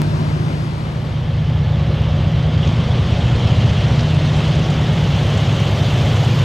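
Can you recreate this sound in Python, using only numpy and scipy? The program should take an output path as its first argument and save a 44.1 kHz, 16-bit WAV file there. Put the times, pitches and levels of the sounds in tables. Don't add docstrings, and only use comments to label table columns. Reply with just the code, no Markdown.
import sys
import numpy as np
from scipy import signal
from scipy.io import wavfile
from scipy.ndimage import uniform_filter1d, map_coordinates

SR = 44100
rng = np.random.default_rng(int(sys.argv[2]) if len(sys.argv) > 2 else 0)


def store_pcm(level_fs):
    pcm = np.round(np.clip(level_fs, -1, 1) * 32767).astype(np.int16)
    wavfile.write(sys.argv[1], SR, np.atleast_2d(pcm).T)


def ratio_of_db(decibels):
    return 10 ** (np.asarray(decibels, float) / 20)


N = 284004
T = np.arange(N) / SR
HZ = np.fft.rfftfreq(1024, 1 / SR)

# (time [s], four-stroke rate [cycles/s], two-stroke rate [turns/s])
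CRANK_RATES = [(0, 8.945, 15.232), (3, 8.94, 15.238), (4.6, 8.935, 15.245), (5.4, 8.905, 15.236),
               (6.44, 8.86, 15.228)]
# (frequency [Hz], lead [rad])
LEFT_LEAD = [(0, 0), (1030, 2.2), (1720, 3.7), (1980, 5.5), (2240, 5.2), (2840, 5.8), (3270, 5.8),
             (3790, 4.9), (4050, 5.2), (4480, 5.1), (6460, 6.3), (12100, 6.2), (12500, 6.0), (15300, 6.5)]
# (frequency [Hz], density [dB/Hz])
RUMBLE_COLOUR = [(20, -36), (45, -20), (70, 13), (125, 9), (170, 10.5), (230, 8.5), (330, -47.5)]


def evened(x):
    return x / np.sqrt(np.mean(abs(x) ** 2) + 1e-20)


def read(points, hz):
    f, value = np.transpose(points)
    return np.interp(np.log(hz + 1), np.log(f + 1), value)


def drift(rate_hz):
    knots = rng.standard_normal(200)
    coarse = map_coordinates(knots, [T[::64] * np.clip(rate_hz, .1, 30)], order=3)
    return coarse.repeat(64)[:N]


def field(patchy_db, frames_wide, bins_wide):
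    a, b, c, d, patches = rng.standard_normal((N // 256 + 5, 513, 5)).T
    patches = uniform_filter1d(patches, int(bins_wide), 0)
    patches = evened(uniform_filter1d(patches, int(frames_wide), 1))
    return np.array([a + 1j * b, c + 1j * d]) * ratio_of_db(patchy_db * patches)


def sound(z):
    return evened(signal.istft(z, nperseg=1024, noverlap=768)[1][..., :N])


def coloured(z, colour):
    return sound(z * ratio_of_db(read(colour, HZ))[:, None])


def band(x, lo_hz, hi_hz):
    return signal.sosfilt(signal.butter(4, [lo_hz, hi_hz], "band", fs=SR, output="sos"), x)


def distance(s):
    return 100 - 12 * s


def cycles():
    s, four, two = np.transpose(CRANK_RATES)
    return [2 * np.pi * np.cumsum(np.interp(T, s, rate)) / SR for rate in (four, two)]


def exhausts(angles):
    # (multiple of crank rate, close rms [dB], far rms [dB], echo phase at echo_at_s [turns])
    four_stroke = [(3, -70, -50, 0.54), (4, -52, -44, 0.62), (5, -48, -43, 0.76), (6, -53, -42, 0.6),
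                   (7, -41, -39, 0.98), (8, -35, -27, 0.68), (9, -46, -36, 0.1), (10, -45, -31, 0.84),
                   (11, -26, -22, 0.5), (12, -35, -27, 0.16), (13, -34, -28, 0.62), (14, -32, -36, 0.18),
                   (15, -51, -40, 0.96), (16, -33, -25, 0.36), (18, -46, -38, 0.38), (19, -48, -38, 0.04),
                   (20, -40, -38, 0.02), (21, -47, -47, 0.94), (22, -48, -43, 0.96), (24, -48, -46, 0.92),
                   (25, -52, -47, 0.6), (26, -48, -41, 0.96), (27, -47, -45, 0.0), (29, -45, -46, 0.94)]
    # (multiple of crank rate, close rms [dB], far rms [dB], echo phase at echo_at_s [turns])
    two_stroke = [(3, -50, -44, 0.8), (4, -60, -36, 0.94), (5, -37, -36, 0.88), (6, -48, -32, 0.76),
                  (8, -30, -23, 0.84), (9, -36, -30, 0.98), (10, -22, -23, 0.18), (11, -32, -31, 0.5),
                  (13, -60, -45, 0.7), (14, -50, -43, 0.5), (16, -52, -51, 0.16), (24, -45, -49, 0.82)]
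    echo_share, echo_ms_per_s, echo_at_s = (.7, .5), (.8, 2.62), 4.0
    throb_turns, throb_shape_turns = .33, .46
    close, far = np.zeros((2, N)), np.zeros(N)
    engines = zip(angles, (four_stroke, two_stroke), CRANK_RATES[0][1:], (False, True), echo_share, echo_ms_per_s)
    for angle, orders, rate_hz, in_step, echo, ms_per_s in engines:
        for k, close_db, far_db, echo_turns in orders:
            hz = k * rate_hz
            start_turns = rng.random(2)[0]
            if in_step:
                start_turns = k * throb_turns + throb_shape_turns
            far_start = 2 * np.pi * start_turns
            close_start = 2 * np.pi * (start_turns + k * .4)
            waver = ratio_of_db(1.5 * drift(2.4))
            wobble = .32 * drift(3.0)
            lead = np.interp(hz, *np.transpose(LEFT_LEAD)) * np.array([[.5], [-.5]])
            detour = 2 * np.pi * (hz * ms_per_s / 1000 * (T - echo_at_s) - echo_turns)
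            wall = np.sqrt(1 + echo ** 2 + 2 * echo * np.cos(detour))
            close += ratio_of_db(close_db) * waver * np.cos(k * angle + close_start + wobble + lead)
            far += ratio_of_db(far_db) * wall * waver * np.cos(k * angle + far_start + wobble)
    sag_db = 0.6 - 5.5 * np.maximum(T - 0.42, 0)
    veil_db = -.2 + np.interp(T, (.6, 1.43), (-6., 0))
    gap_db = 3. * np.exp(-((T - 3.46) / 0.27) ** 2)
    return np.sqrt(2) * close * ratio_of_db(sag_db), np.sqrt(2) * far * ratio_of_db(veil_db + gap_db)


def close_roar():
    # (frequency [Hz], density [dB/Hz])
    roar_colour = [(120, -32), (200, -8), (287, -5), (326, -3), (427, -11), (683, -9.5), (775, -14.5),
                   (880, -12.5), (1170, -16), (1410, -19), (4550, -27.5), (13200, -51.5), (15000, -86)]
    # (frequency [Hz], correlation [0-1])
    likeness = [(60, 0.5), (300, 0.94), (700, 0.95), (1400, 0.21), (3000, 0.62), (6000, 0.55), (15000, 0.3)]
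    # (frequency [Hz], left over right [dB])
    tilt = [(60, 0.0), (110, 0.0), (200, 0.0), (380, 2.5), (700, 4.5), (1290, 8.0), (2380, 7.0),
            (4400, 3.5), (8120, 0.5), (15000, 1.5)]
    a, b = field(1.0, 13, 10)
    same = np.clip(read(likeness, HZ), 0, 1)[:, None]
    lead = np.interp(HZ, *np.transpose(LEFT_LEAD))
    port = (ratio_of_db(read(tilt, HZ) / 2) * np.exp(.5j * lead))[:, None]
    z = np.array([a * port, (same * a + np.sqrt(1 - same ** 2) * b) / port])
    return ratio_of_db(-27.5) * coloured(z, roar_colour) + ratio_of_db(-29.5) * coloured(z, RUMBLE_COLOUR)


def splices():
    # (time [s], jump [dB])
    steps = [
        (.01828, -7.5),
        (2.0205, -29),
        (1.4466, -39),
    ]
    return sum(ratio_of_db(db) / 2 * np.sign(T - s) * np.exp(-abs(T - s) / 0.0011) for s, db in steps)


def whines():
    # (frequency [Hz], rms [dB])
    pitches = [(357.3, -50.5), (411.1, -50.5), (482.5, -50), (556, -43.5), (565.4, -53.5), (725, -47),
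               (845.3, -51), (1111, -49), (1204, -53.5), (1721, -54.5)]
    tones = [ratio_of_db(db + 2.9 * drift(2.48)) * np.sin(2 * np.pi * hz * T + 1.34 * drift(3.0)) for hz, db in pitches]
    return np.sqrt(2) * sum(tones)


def layer_gain(level_db, share, loss_db_per_m):
    # (time [s], exposure [dB])
    exposure = [(.6, -7.5), (1.2, -6), (1.6, -6.5), (2.05, -5), (2.5, -5), (2.64, -2), (2.78, -2.5),
                (2.95, -1.6), (3.45, -0.4), (3.95, 0.2), (4.15, -.9), (4.4, 0.9), (4.65, -1.2), (5.1, 0.1),
                (5.3, 0.9), (5.55, 0.3), (6.05, 1.3), (6.44, 0.9)]
    exposure_db = np.interp(T, *np.transpose(exposure))
    return ratio_of_db(level_db + share * exposure_db - loss_db_per_m * distance(T))


def valve_gate(angle):
    beat = 3 * (angle - angle[round(3.246 * SR)]) / (2 * np.pi) + 300
    strength = rng.uniform(.2, 1.4, 600)[beat.astype(int)]
    age = (beat % 1) / 0.073
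    return strength * age * np.exp(1 - age)


def far_roar(angle):
    # (frequency [Hz], density [dB/Hz])
    roar_colour = [(120, -42), (200, -7.5), (232, -8), (281, -5.5), (455, -8.5), (562, -6.5), (919, -14),
                   (1630, -20), (2200, -20), (2860, -46), (4840, -120)]
    # (frequency [Hz], density [dB/Hz])
    rail_colour = [(1000, -7), (1700, -10), (2110, -7), (2430, -5), (3140, 0), (3590, -3.5), (3890, -6.5),
                   (5600, -17), (7280, -33), (12300, -120)]
    # (frequency [Hz], density [dB/Hz])
    fizz_colour = [(2820, -40), (4800, -3.5), (6270, -0.5), (9670, -16.5), (11800, -25.5), (15300, -49),
                   (22000, -120)]
    # (frequency [Hz], density [dB/Hz])
    air_colour = [(9000, -23), (10500, -10), (11800, -8), (12400, -3), (13000, 1), (13500, -4),
                  (13900, -16), (15700, -26), (16000, -59)]
    low, mid = field(0.69, 14, 7.2)
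    high, top = field(1.4, 5, 14)
    gate = valve_gate(angle)
    rumble = ratio_of_db(-26.5 + 0.6 * drift(2.32)) * coloured(low, RUMBLE_COLOUR)
    roar = layer_gain(-25, 0.49, .04) * coloured(mid, roar_colour)
    rails = layer_gain(-30, 0.97, 0.0087) * coloured(high, rail_colour) * evened(1 + 0.17 * gate)
    fizz = layer_gain(-41.5, 1.25, 0.094) * coloured(top, fizz_colour) * evened(1 + 0.39 * gate)
    early_air = ratio_of_db(-59 - 13.5 * T)
    air_gain = layer_gain(-49, .3, 0.46) + early_air
    air = air_gain * coloured(low, air_colour) * evened(1 + .25 * gate)
    return rumble + roar + rails + fizz + air


def ticks(angle):
    # (time [s], peak [dB])
    extra_ticks = [(2.2244, -41), (2.2364, -43), (2.6194, -42), (2.6604, -31), (2.82, -39), (2.9934, -43.5),
                   (3.8374, -38), (3.9934, -38), (4.0064, -36), (4.0287, -34), (4.0674, -37), (4.143, -25),
                   (4.1584, -27), (4.2574, -30), (4.3164, -35), (4.365, -25), (4.9317, -27), (5.3378, -31),
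                   (5.7488, -37), (5.8614, -31.5), (5.9743, -30), (6.2447, -21)]
    valve_from_s, valve_at_s = 2.85, 3.2485
    turns = np.floor((angle - angle[round(valve_at_s * SR)]) / (2 * np.pi))
    beats = T[1:][(np.diff(turns) > 0) & (T[1:] > valve_from_s)]
    valve_db = -28 - .17 * distance(beats) + 2.5 * rng.standard_normal(60)[:len(beats)]
    rows = list(extra_ticks) + list(zip(beats, valve_db))
    out, t = np.zeros(N), np.arange(800) / SR
    shape = (1 - np.exp(-t / 0.0025)) ** 2 * np.exp(-t / 0.004)
    for (s, db), puff in zip(rows, rng.standard_normal((len(rows), len(t)))):
        at = round(s * SR)
        out[at:at + len(t)] += (ratio_of_db(db - 3.5) * puff * shape)[:N - at]
    return band(out, 4800, 9400) + ratio_of_db(-2.8) * band(out, 2300, 4600)


def knocks():
    # (time [s], peak [dB], lowest [Hz], highest [Hz], decay [s])
    joints = [
        (2.6735, -25., 3800, 6400, .004),
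        (3.991, -17.5, 1400, 4800, .005),
        (4.006, -30., 4500, 6500, .006),
        (4.2575, -23., 2600, 4200, .004),
        (4.7015, -31., 2500, 8000, .006),
        (5.374, -29., 3000, 8000, .005),
        (3.837, -27., 2000, 5000, .01),
        (2.625, -28., 2700, 3400, .03),
        (3.205, -29., 2700, 3700, .02),
    ]
    out, t = np.zeros(N), np.arange(1200) / SR
    puffs = rng.standard_normal((len(joints), len(t)))
    for (s, db, lo_hz, hi_hz, decay_s), puff in zip(joints, puffs):
        shape = (1 - np.exp(-t / .002)) * np.exp(-t / decay_s)
        out[round(s * SR):][:len(t)] += ratio_of_db(db) * evened(band(puff, lo_hz, hi_hz)) * shape
    return out


def scene():
    angles = cycles()
    close, far = exhausts(angles)
    close = close + close_roar()
    far = far + whines() + far_roar(angles[0]) + ticks(angles[0]) + knocks()
    share = np.sin(np.pi / 2 * np.clip(T / 2.0, 0, 1)) ** 2
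    return (1 - share) * close + share * far


def thinned(x, floor_db, from_hz):
    # (frequency [Hz], level [dB])
    side_kept = [(5800, 0.5), (6300, -58), (9100, -60), (9400, 1), (13400, -1), (13800, -60)]
    mid_side = np.array([x[0] + x[1], x[0] - x[1]]) / 2
    hz, _, z = signal.stft(mid_side, SR, nperseg=1024)
    power = (abs(z[:, :512]) ** 2).reshape(2, 32, 16, -1).mean(2).repeat(16, 1)
    power_db = 10 * np.log10(power + 1e-20)
    masker_db = uniform_filter1d(power_db[0, 190:260].mean(0), 40)
    keep = 1 / (1 + np.exp(-(power_db - floor_db - .35 * (masker_db + 83)) / .7))
    z[:, :512] *= np.where(hz[:512, None] > from_hz, keep, 1)
    z[1] *= ratio_of_db(read(side_kept, hz))[:, None]
    mid, side = signal.istft(z, SR, nperseg=1024)[1][:, :N]
    return np.array([mid + side, mid - side])


def top_cut(x):
    return signal.sosfilt(signal.butter(12, 15760, fs=SR, output="sos"), x)


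def record(dry):
    rounded = np.tanh(dry / .85) * .88
    edited = thinned(rounded, floor_db=-88.5, from_hz=10000) + splices()
    limited = signal.oaconvolve(edited, signal.firwin(255, 15750, fs=SR)[None], "same")
    return top_cut(limited)


dry = scene()
out = record(dry)
store_pcm(out)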